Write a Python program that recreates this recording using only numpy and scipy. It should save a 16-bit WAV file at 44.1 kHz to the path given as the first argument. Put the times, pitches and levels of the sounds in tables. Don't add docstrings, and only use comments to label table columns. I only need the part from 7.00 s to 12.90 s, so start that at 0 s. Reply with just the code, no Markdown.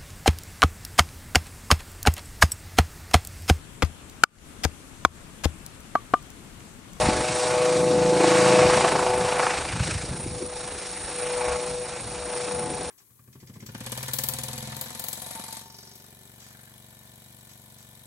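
import sys
import numpy as np
from scipy import signal
from scipy.io import wavfile
from scipy.ndimage import uniform_filter1d

SR = 44100
rng = np.random.default_rng(int(sys.argv[2]) if len(sys.argv) > 2 else 0)


def gain_from_decibels(decibels):
    exponent = np.asarray(decibels, float) / 20
    return 10 ** exponent


def wav_out(sig):
    wavfile.write(sys.argv[1], SR, np.round(np.clip(np.atleast_2d(sig).T, -1, 1) * 32767).astype(np.int16))


N = 260181
T = np.arange(N) / SR

FAR_S = 3.2
TURN_S, TURN_LENGTH_S = 2.03, .08

# t/s, peak level/dB, f/Hz
KNOCKS = [(.086, -9, 250), (1.645, -21, 75), (2.73, -20.5, 100), (2.802, -13, 100), (2.752, -23, 150),
          (2.82, -21, 130), (2.85, -25, 100), (2.888, -23, 277), (2.898, -23, 380), (2.92, -24, 90),
          (2.951, -18.5, 85), (3.033, -26, 150), (3.042, -27, 380), (3.088, -25, 70), (3.108, -26, 110),
          (3.125, -26, 140), (3.15, -29, 300), (3.195, -29, 170), (3.235, -29, 90), (3.272, -27, 110),
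          (3.262, -20, 297), (3.425, -21, 353), (5.56, -31.5, 75.4)]
# t/s, half length/s, level/dB, centre f/Hz
GUSTS = [(.08, .14, -28.5, 87.5), (.15, 0.092, -30, 280), (0.825, 0.055, -28.5, 175), (1.05, .25, -26, 230),
         (1.38, 0.2, -28.5, 350), (1.55, .15, -27, 200), (1.67, 0.039, -35.5, 60), (2.04, 0.13, -43, 340),
         (2.2, .12, -33, 110), (2.63, 0.14, -38, 60), (2.79, .05, -33, 100), (2.896, 0.038, -32, 152),
         (2.96, 0.043, -32, 89.5), (3.12, 0.041, -32, 110), (3.187, 0.054, -36, 151),
         (3.28, 0.036, -38, 79), (3.34, 0.037, -34.5, 140), (3.43, .045, -36.5, 330),
         (3.65, 0.036, -42, 150), (4.105, 0.045, -43.5, 298), (4.52, .1, -41, 70), (4.72, .07, -39.5, 140),
         (5.11, 0.14, -40, 91), (5.346, 0.089, -44.5, 161), (5.59, 0.049, -39, 100),
         (5.69, 0.26, -37.5, 220), (0.502, .12, -35.5, 170), (1.897, 0.11, -30, 300), (3.497, .08, -43, 55),
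         (3.07, .07, -41, 320), (3.04, .05, -40, 55), (3.76, .08, -46, 60), (4.05, .06, -44, 50),
         (5.88, .06, -42, 55), (.33, .05, -36, 130), (1.96, .05, -33, 170), (1.05, .2, -36, 130),
         (1.75, .08, -34, 150)]
GUST_SPREAD_DB = 6
# centre f/Hz, level/dB, share of the rotor's swell/1
BREEZE = [
    (55, -51, .05),
    (140, -44.5, 0.9),
    (350, -45, 0.64),
]
# f/Hz, level/dB per Hz
BUFFET_SPECTRUM = [(15, -24.5), (28, -12.5), (45, -0.5), (65, -0.5), (95, -4), (130, -23.5), (200, -35)]
WASH_SPECTRUM = [(55, -36), (85, -22), (120, 1.5), (170, 0), (240, -5.5), (320, -21), (450, -37)]
FLUTTER_SPECTRUM = [(150, -30.5), (250, -7.5), (320, 1), (420, -3), (560, -4), (700, -19.5), (1000, -44)]

# t/s, level/dB, lean towards the low roar/dB
AIR = [(.03, -31.5, 4), (.36, -36.5, 1.5), (.6, -33, 6), (.84, -39, 4), (1.14, -36, 5), (1.24, -28.5, 3.5),
       (1.8, -28, 3.5), (2.08, -36.5, 8), (2.43, -32.5, 4.5), (2.9, -38, -5.5), (3.1, -45.5, 2),
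       (3.38, -50, 4.5), (3.62, -45, 3.5), (3.95, -45, -0.5), (4.49, -37, 5.5), (4.8, -46.5, 3.5),
       (5.5, -42.5, 5), (5.9, -45.5, 5)]
MIDDLE_DB = -36
# f/Hz, level/dB per Hz
ROAR_SPECTRUM = [(250, -25), (450, -4), (800, 1.5), (1200, -6), (1600, -18.5), (2500, -32.5)]
EDGE_SPECTRUM = [(800, -19), (1400, 0.5), (1900, -2.5), (2400, -.5), (2900, -5.5), (3600, -13.5),
                 (5500, -18.5), (9000, -35)]
HISS_SPECTRUM = [(1500, -27.5), (2800, -12.5), (3700, 2), (4500, 1), (5400, 2.5), (6500, -1), (9000, 3.5),
                 (10600, -1.5)]
HISS_DB, HISS_SHARE = -37.2, .52
EXHAUST_DB = 6.4
HISS_LEAN = .8
# t/s, f/Hz
TURBINE_PITCH = [(0, 9390), (1, 9380), (1.5, 9500), (2.3, 9370), (3.5, 9250), (4.5, 9280), (5.9, 9180)]
TURBINE_DB, TURBINE_SHARE = -42, .12
TURBINE_FAR_DB = 2.5

THUMP_HZ, THUMP_S = 26.77, 1.2075
# t/s, level of orders 2 to 8 (below about 220 Hz)/dB, level of orders 9 and above/dB
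THUMP = [(0, -44, -42), (.5, -46, -42), (.75, -35.5, -33), (1.0, -29.5, -31.5), (1.15, -32, -33),
         (1.22, -34.5, -23.5), (1.5, -28.5, -28), (1.65, -29.5, -31.5), (1.85, -43, -42.5),
         (2.3, -49.5, -50), (5.9, -56.5, -56)]
# f/Hz, level/dB
THUMP_TONE = [(70, -31.5), (140, -2), (200, -1), (250, -23), (300, 1.5), (340, 4), (400, -9), (520, -22.5)]
SLAP_HZ = 27.2
# t/s, lead/blade passes
LEAD = [(0, .4), (.6, .1), (1.2, .1), (1.6, .63), (1.8, .735), (2.2, .76), (2.6, .82), (3, .83), (3.8, .95),
        (4.3, .92), (5.9, .88)]
# t/s, level over the roar/dB, swish depth/dB
SLAP = [(0, -6, 2), (1.4, -8, 1), (1.6, -4, 1), (1.8, -4, 2), (2.0, -2, 2), (2.2, -13, 2.5), (2.45, -2, 2),
        (2.7, -3, 3), (2.95, 0, 3.5), (3.1, -17, 3), (4.4, -12, 2), (5.9, -11, 2.5)]
# t/s, peak level/dB, f/Hz
CRACKS = [(1.206, -10, 600), (1.2425, -8, 700), (1.2755, -12, 800), (1.317, -9, 750), (1.3535, -9, 800),
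          (1.4615, -11, 800), (1.506, -11, 700), (1.557, -10, 800), (1.591, -8, 900), (1.6265, -11, 1000),
          (1.666, -11, 900), (1.699, -6, 950), (1.7355, -12, 1100), (1.7755, -9, 950), (1.8087, -7.5, 850),
          (1.845, -8, 1000), (1.8475, -5, 800), (1.881, -9, 1400), (1.885, -10, 1300), (1.917, -14, 1400),
          (1.9205, -7, 805), (1.9537, -10, 791), (1.9595, -11, 900), (1.993, -12, 850), (2.028, -12, 800),
          (2.065, -11, 850), (2.104, -20, 800), (2.177, -16, 900), (2.248, -15, 748), (2.29, -14, 900),
          (2.3245, -10, 950), (2.361, -19, 850), (2.396, -6, 900), (2.43, -14, 1300), (2.4665, -11, 1200),
          (2.4685, -11, 800), (2.508, -14, 950), (2.5418, -20, 1400), (2.58, -19, 900), (2.616, -17, 1300),
          (2.652, -21, 1000), (2.686, -24, 1400), (2.728, -22, 1500), (2.763, -21, 1300),
          (2.7995, -22, 1200), (2.838, -23, 1600), (2.874, -20, 1500), (2.912, -22, 1500),
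          (3.564, -28, 807), (3.606, -28, 834), (4.411, -17.5, 867), (4.483, -19, 818), (4.52, -21, 1120),
          (5.511, -23, 877)]
SNAP_RATIO, SNAP_DB = 2.27, -9.5
ECHO_S, ECHO_DB = .0045, -7

# t/s, level/dB, upper orders against it/dB
FAN = [(0, -28.5, -8), (.3, -33.5, -3.5), (.66, -25, -13.5), (1.22, -23.5, -10.5), (1.6, -19, -14.5),
       (1.88, -28.5, -6.5), (2.42, -28, -8), (2.74, -47, -4), (3.27, -49, -9.5), (3.46, -41, -15),
       (4.08, -49, -6.5), (4.24, -32.5, -20.5), (4.44, -31, -10), (4.82, -35, -19), (4.99, -51, 0),
       (5.24, -37.5, -17), (5.54, -35, -10), (5.9, -41, -12)]
# t/s, f/Hz
SHAFT = [(0, 124.15), (.6, 123.85), (.9, 123.85), (1.5, 124.2), (2.1, 124.4), (2.7, 123.75), (3.6, 123.65),
         (4.0, 123.2), (4.8, 123.1), (5.1, 122.85), (5.9, 122.85)]
# order/1, level column it follows/1, level against it/dB
FAN_ORDERS = [(3, 3, -6), (4, 0, 1), (5, 1, 1), (6, 2, -0.8), (7, 2, -1.5), (8, 2, -9.5), (9, 1, -9.5),
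              (10, 2, -16.5), (12, 2, -15), (16, 3.5, -24)]
# order/1, t/s, half length/s, level/dB
GLINTS = [(4, 1.25, .1, -2), (4, 4.76, .07, 1.5), (4, 4.875, .025, -6), (4, 4.95, .035, 6),
          (4, 5.02, .025, -6), (4, 5.72, .12, -2), (5, .6, .17, 6), (5, 1.3, .15, -2), (5, 1.58, .09, 7),
          (5, 2, .08, -4), (5, 2.45, .1, -5), (5, 5.5, .1, -4), (5, 4.55, .1, 3), (5, 5.3, .12, 3),
          (6, .52, .08, 3), (6, .37, .07, -5), (6, .68, .07, -4), (6, 1.42, .07, -2.5), (6, 1.57, .12, 3),
          (6, 2, .08, 3), (6, 4.27, .1, -3), (6, 4.75, .1, -9), (6, 5.15, .05, 5), (6, 5.72, .12, 6),
          (7, .36, .09, -9), (7, .53, .07, 5), (7, .75, .13, -6), (7, 1.1, .12, 3), (7, 1.72, .08, -3),
          (7, 1.95, .15, -3), (7, 2.17, .07, 3), (7, 2.48, .08, -5), (7, 4.45, .12, 3), (7, 4.87, .15, -5),
          (7, 5.65, .13, 5), (8, .68, .12, 4), (8, 1.55, .1, 2), (8, 4.42, .1, 4), (9, .25, .12, 2),
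          (9, .65, .18, 3), (9, 1, .15, -6), (9, 1.4, .12, 8), (9, 4.48, .1, 10), (10, .72, .13, 9),
          (12, 1.3, .15, 5), (12, 1.95, .15, 5), (4, 2.47, .08, -2), (4, 4.28, .08, -1.5),
          (3, 2.35, .15, -5)]
# t/s, half length/s, level/dB
FADES = [(2.66, .07, -3), (3.6, .15, -1.5), (0.497, 0.048, -2), (1.94, 0.045, -5), (2.31, .1, -2.5)]
FIFTH_NEAR_DB, FIFTH_FAR_DB = -2.5, -13
FIFTH_SINK_S, FIFTH_SHARE = .65, .14
THIRD_DB, THIRD_BEAM_DB, THIRD_BEAM_S = -14, 13, 0.33
PAN_NEAR_DB, PAN_FAR_DB = 1.8, 3

# f/Hz, correlation/1
SAME = [(500, .99), (1050, .97), (1400, .99), (4000, .97), (7000, .9), (8500, .8), (9000, .75), (9500, .85)]
# f/Hz, level difference/dB
BALANCE = [(60, 0), (450, 1.8), (850, 2.2), (1120, -1.9), (1500, -1.1), (2200, 0), (3000, 1.5), (3600, 0)]
# f/Hz, phase overhead/rad, phase far off/rad
PORTS = [(4000, 0, .2), (4500, .2, .9), (4820, .8, 2.6), (4950, 3.14, 3.5), (5100, 5.3, 5.3),
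         (5300, 6.1, 6.1), (9300, 7.9, 7.9), (10100, 9.2, 9.0)]
# from f/Hz, to f/Hz, share of blocks near/1, share far/1
KEEP_SIDE = [(0, 1300, .93, .92), (1300, 1800, .7, .45), (2600, 3400, .06, .6), (4100, 4650, .03, .7),
             (4650, 5220, .6, .95), (6950, 7500, .2, .04), (7500, 9650, .97, .93), (9650, 10200, .22, .1)]
# f/Hz, share of blocks near/1, share far/1
KEEP_MID = [(4720, 1, 1), (4780, 1, .58), (4960, 1, .58), (5020, 1, 1), (8200, 1, 1), (8450, 1, .7),
            (8900, 1, .72), (9050, 1, 1), (9380, 1, 1), (9450, 1, .45), (9640, 1, .4), (9700, -.2, -.2),
            (10500, -.2, -.2)]
TOP_BLIPS = [.24, 1.21, 1.33, 1.5, 1.52, 1.65, 1.83, 1.85, 2.02, 2.68, 2.86, 3.81, 3.89, 3.93, 4.14, 4.18,
             5.14, 5.62]


def evened(x):
    return x / np.sqrt(np.mean(x ** 2) + 1e-20)


def read(points, hz):
    f, value = np.transpose(points)
    return np.interp(np.log(hz + 1), np.log(f + 1), value)


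def curves(rows):
    s, *columns = np.transpose(rows)
    return [np.interp(T, s, c) for c in columns]


def ramp(s, length_s):
    return np.clip((T - s) / length_s + .5, 0, 1)


def bell(t, s, half_s):
    return np.exp(-((t - s) / half_s) ** 2)


def drift(top_hz):
    t = T[::64]
    rates = np.geomspace(top_hz / 20, top_hz, 20)
    slow = sum(np.sin(2 * np.pi * (f * t + rng.random())) / np.sqrt(f) for f in rates)
    return np.interp(T, t, evened(slow))


def noise(spectrum, patchy_db, size=512):
    frames, hz = 4 * N // size + 5, np.fft.rfftfreq(size, 1 / SR)
    hz = hz[hz < min(2 * spectrum[-1][0], 11000)]
    a, b, c, d, patches = rng.standard_normal((frames, len(hz), 5)).T
    patches = uniform_filter1d(patches, size // 64, 0)
    patches = evened(uniform_filter1d(patches, 8192 // size, 1))
    same = np.clip(read(SAME, hz), -1, 1)[:, None]
    left = a + 1j * b
    right = same * left + np.sqrt(1 - same ** 2) * (c + 1j * d)
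    level_db = read(spectrum, hz)[:, None] + patchy_db * patches
    half_db = read(BALANCE, hz)[:, None] / 2
    z = np.zeros((2, size // 2 + 1, frames), complex)
    z[:, :len(hz)] = [left * gain_from_decibels(level_db + half_db), right * gain_from_decibels(level_db - half_db)]
    return evened(signal.istft(z, nperseg=size, noverlap=3 * size // 4)[1][:, :N])


def bursts(rows, cycles, trim_db):
    out = np.zeros(N)
    for s, db, hz in rows:
        u = np.arange(int(cycles * SR / hz)) * hz / SR
        part = out[round(s * SR):][:len(u)]
        envelope = np.sin(np.pi * (u / cycles) ** 0.66) ** 2
        part += gain_from_decibels(db + trim_db) * np.sin(2 * np.pi * u) * envelope
    return out


def gust_levels():
    swell_db = curves(AIR)[0] - MIDDLE_DB
    s, half_s, db, hz = np.transpose(GUSTS)[:, :, None]
    t = T[::64]
    shape = bell(t, s, half_s)
    levels = []
    for layer_hz, breeze_db, share in BREEZE:
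        gust = shape * gain_from_decibels(db - GUST_SPREAD_DB * np.log2(hz / layer_hz) ** 2)
        power = np.interp(T, t, (gust ** 2).sum(0))
        levels.append(10 * np.log10(power + gain_from_decibels(breeze_db + share * swell_db) ** 2))
    return levels


def wind():
    buffet_db, wash_db, flutter_db = gust_levels()
    buffet = gain_from_decibels(buffet_db - 0.2 + 0.71 * drift(15)) * noise(BUFFET_SPECTRUM, 1.9, size=4096)
    wash = gain_from_decibels(wash_db - 2.0 + 1.3 * drift(25)) * noise(WASH_SPECTRUM, 1.7, size=1024)
    flutter = gain_from_decibels(flutter_db + 0.66 + 0.86 * drift(25)) * noise(FLUTTER_SPECTRUM, 2.7, size=1024)
    calm = gain_from_decibels(-4 * np.exp(-((T - 1.2) / .5) ** 4))
    upper = calm * (wash + flutter)
    apart = np.roll(upper[0], 900) * np.array([[1], [-1]]) * (T > FAR_S)
    return buffet + upper + 0.15 * apart


def knocks():
    return bursts(KNOCKS, 2.24, -1.9)


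def turbine():
    turn = np.exp(2j * np.pi * np.cumsum(curves(TURBINE_PITCH)[0]) / SR)
    a, b = rng.standard_normal((2, 2, N))
    r = np.exp(-np.pi * 260 / SR)
    once = signal.lfilter([1 - r], [1, -r], a + 1j * b)
    smear = signal.lfilter([1 - r], [1, -r], once)
    both = np.array([smear[0], .92 * smear[0] + .39 * smear[1]])
    return evened((both * turn).real)


def blade_passes():
    return SLAP_HZ * T + curves(LEAD)[0]


def slap_puffs():
    passes = blade_passes() + .15
    blade = np.floor(passes).astype(int)
    size_db, late = rng.standard_normal((200, 2)).T
    since = (passes - blade - .11 - 0.014 * np.clip(late[blade], -1.5, 2)) / SLAP_HZ
    rise = np.exp(np.minimum(since, 0) / 0.0014)
    decay = np.exp(-np.maximum(since, 0) / 0.0025)
    return evened(np.where(since > 0, decay, rise) * gain_from_decibels(1.1 * size_db[blade]))


def air_levels():
    level_db, lean_db = curves(AIR)
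    swell_db = level_db - MIDDLE_DB
    facing = 1 - ramp(TURN_S, TURN_LENGTH_S)
    hiss_db = HISS_DB + HISS_SHARE * swell_db + (EXHAUST_DB - HISS_LEAN * lean_db) * facing
    turbine_db = TURBINE_DB + TURBINE_SHARE * swell_db + TURBINE_FAR_DB * ramp(4.1, 1.0) + 1.5 * drift(6)
    return level_db + lean_db, level_db, hiss_db, turbine_db


def air():
    roar_db, edge_db, hiss_db, turbine_db = air_levels()
    slap_db, depth_db = curves(SLAP)
    swish_db = depth_db * (np.cos(2 * np.pi * (blade_passes() - .04)) + 0.38 * drift(30))
    slap = gain_from_decibels(slap_db - 7.5) * slap_puffs()
    roar = gain_from_decibels(roar_db - 1.5) * np.hypot(gain_from_decibels(swish_db), slap) * noise(ROAR_SPECTRUM, 1.3)
    edge = gain_from_decibels(edge_db + 0.53) * np.hypot(gain_from_decibels(swish_db), 0.99 * slap)
    edge = edge * noise(EDGE_SPECTRUM, 1.72, size=256)
    hiss = gain_from_decibels(hiss_db + 1.5 + 0.77 * swish_db + 0.96 * drift(25)) * noise(HISS_SPECTRUM, 0.82)
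    whine = gain_from_decibels(turbine_db + 3.0 + 0.26 * swish_db + 0.89 * drift(30)) * turbine()
    return roar + edge + hiss + whine


def thumps():
    turns = THUMP_HZ * (T - THUMP_S)
    orders = []
    for k in range(2, 20):
        level = gain_from_decibels(read(THUMP_TONE, k * THUMP_HZ) + 2.2 * drift(5.02))
        orders.append(level * np.cos(2 * np.pi * k * turns + 0.44 * drift(3.93) + .3 * k))
    low_db, high_db = curves(THUMP)
    low, high = evened(sum(orders[:7])), evened(sum(orders[7:]))
    return (gain_from_decibels(low_db) * low + gain_from_decibels(high_db) * high) * gain_from_decibels([[.4], [-.4]])


def cracks():
    snaps = np.array(CRACKS) * [1, 1, SNAP_RATIO]
    direct = bursts(CRACKS, 2.0, -2.4) + bursts(snaps, 2.7, SNAP_DB)
    return direct + gain_from_decibels(ECHO_DB) * np.roll(direct, round(ECHO_S * SR))


def fan_levels():
    level_db, upper_db = curves(FAN)
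    third_db = level_db + THIRD_DB + THIRD_BEAM_DB * bell(T, TURN_S, THIRD_BEAM_S)
    level_db = level_db + sum(db * bell(T, s, half_s) for s, half_s, db in FADES)
    sink_db = (FIFTH_NEAR_DB - FIFTH_FAR_DB) * np.exp(-T / FIFTH_SINK_S)
    fifth_db = level_db + FIFTH_FAR_DB + sink_db + FIFTH_SHARE * upper_db + 1.1
    seventh_db = level_db + upper_db
    return level_db + .8 * drift(8.8), fifth_db + .8 * drift(8), seventh_db + 1.1 * drift(8), third_db


def glint_db(order):
    return sum(db * bell(T, s, half_s) for k, s, half_s, db in GLINTS if round(k) == round(order))


def fan():
    level_db = fan_levels()
    pan_db = PAN_NEAR_DB + (PAN_FAR_DB - PAN_NEAR_DB) * ramp(FAR_S, 1.2) + .8 * drift(3.3)
    turns = np.cumsum(curves(SHAFT)[0]) / SR
    tone = np.zeros(N)
    for k, column, db in FAN_ORDERS:
        order_db = level_db[int(column)] + db + glint_db(k) + 0.77 + 0.64 * drift(9)
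        phase = 2 * np.pi * (k * turns + rng.random()) + 0.2 * drift(11)
        tone += gain_from_decibels(order_db) * np.sqrt(2) * np.cos(phase)
    throb = 1 + 0.14 * np.cos(2 * np.pi * blade_passes())
    return tone * throb * gain_from_decibels(pan_db * np.array([[.5], [-.5]]))


def scene():
    return wind() + knocks() + air() + thumps() + cracks() + fan()


def by_distance(rows, hz, far):
    f, near_value, far_value = np.transpose(rows)
    near_part = np.outer(np.interp(hz, f, near_value), 1 - far)
    return near_part + np.outer(np.interp(hz, f, far_value), far)


def side_kept(hz, far):
    return sum(np.outer((hz >= lo) & (hz < hi), near + (away - near) * far)
               for lo, hi, near, away in KEEP_SIDE)


def low_pass(x):
    return signal.sosfilt(signal.butter(12, 10790, fs=SR, output="sos"), x)


def record(dry):
    hz, t, z = signal.stft(dry, SR, nperseg=2048)
    z = z / np.sqrt(1 + (46 / (hz + 1)) ** 6)[:, None]
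    far = np.clip((t - FAR_S) / .6 + .5, 0, 1)
    band = np.arange(len(hz)) // 8
    wobble, luck_mid, luck_side, block = rng.random((len(t), band[-1] + 1, 4)).T
    lead = by_distance(PORTS, hz, far)
    lead = lead + 2.2 * (wobble[band] - .5) * np.sin(lead / 2) ** 2
    left, right = z * np.exp(1j * lead / 2 * np.array([-1, 1])[:, None, None])
    full_mid, full_side = (left + right) / 2, (left - right) / 2
    pairs = np.arange(len(t)) // 2 * 2
    mid_share = by_distance(KEEP_MID, hz, far)
    mid_luck = (.6 * luck_mid + .4 * block[:1])[band][:, pairs]
    mid = full_mid * (mid_luck < mid_share * .8 + .1)
    near_blip = abs(t - np.array(TOP_BLIPS)[:, None]).min(0) < .02
    blip = near_blip & (luck_mid[band] < .4 + .4 * far)
    mid = np.where((mid_share >= 1) | blip, full_mid, mid) * (hz < 10400)[:, None]
    side = full_side * (luck_side[band // 2 * 2][:, pairs] < side_kept(hz, far))
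    thin = signal.istft(np.array([mid + side, mid - side]), SR, nperseg=2048)[1][:, :N]
    return low_pass(thin)


dry = scene()
out = record(dry)
wav_out(out)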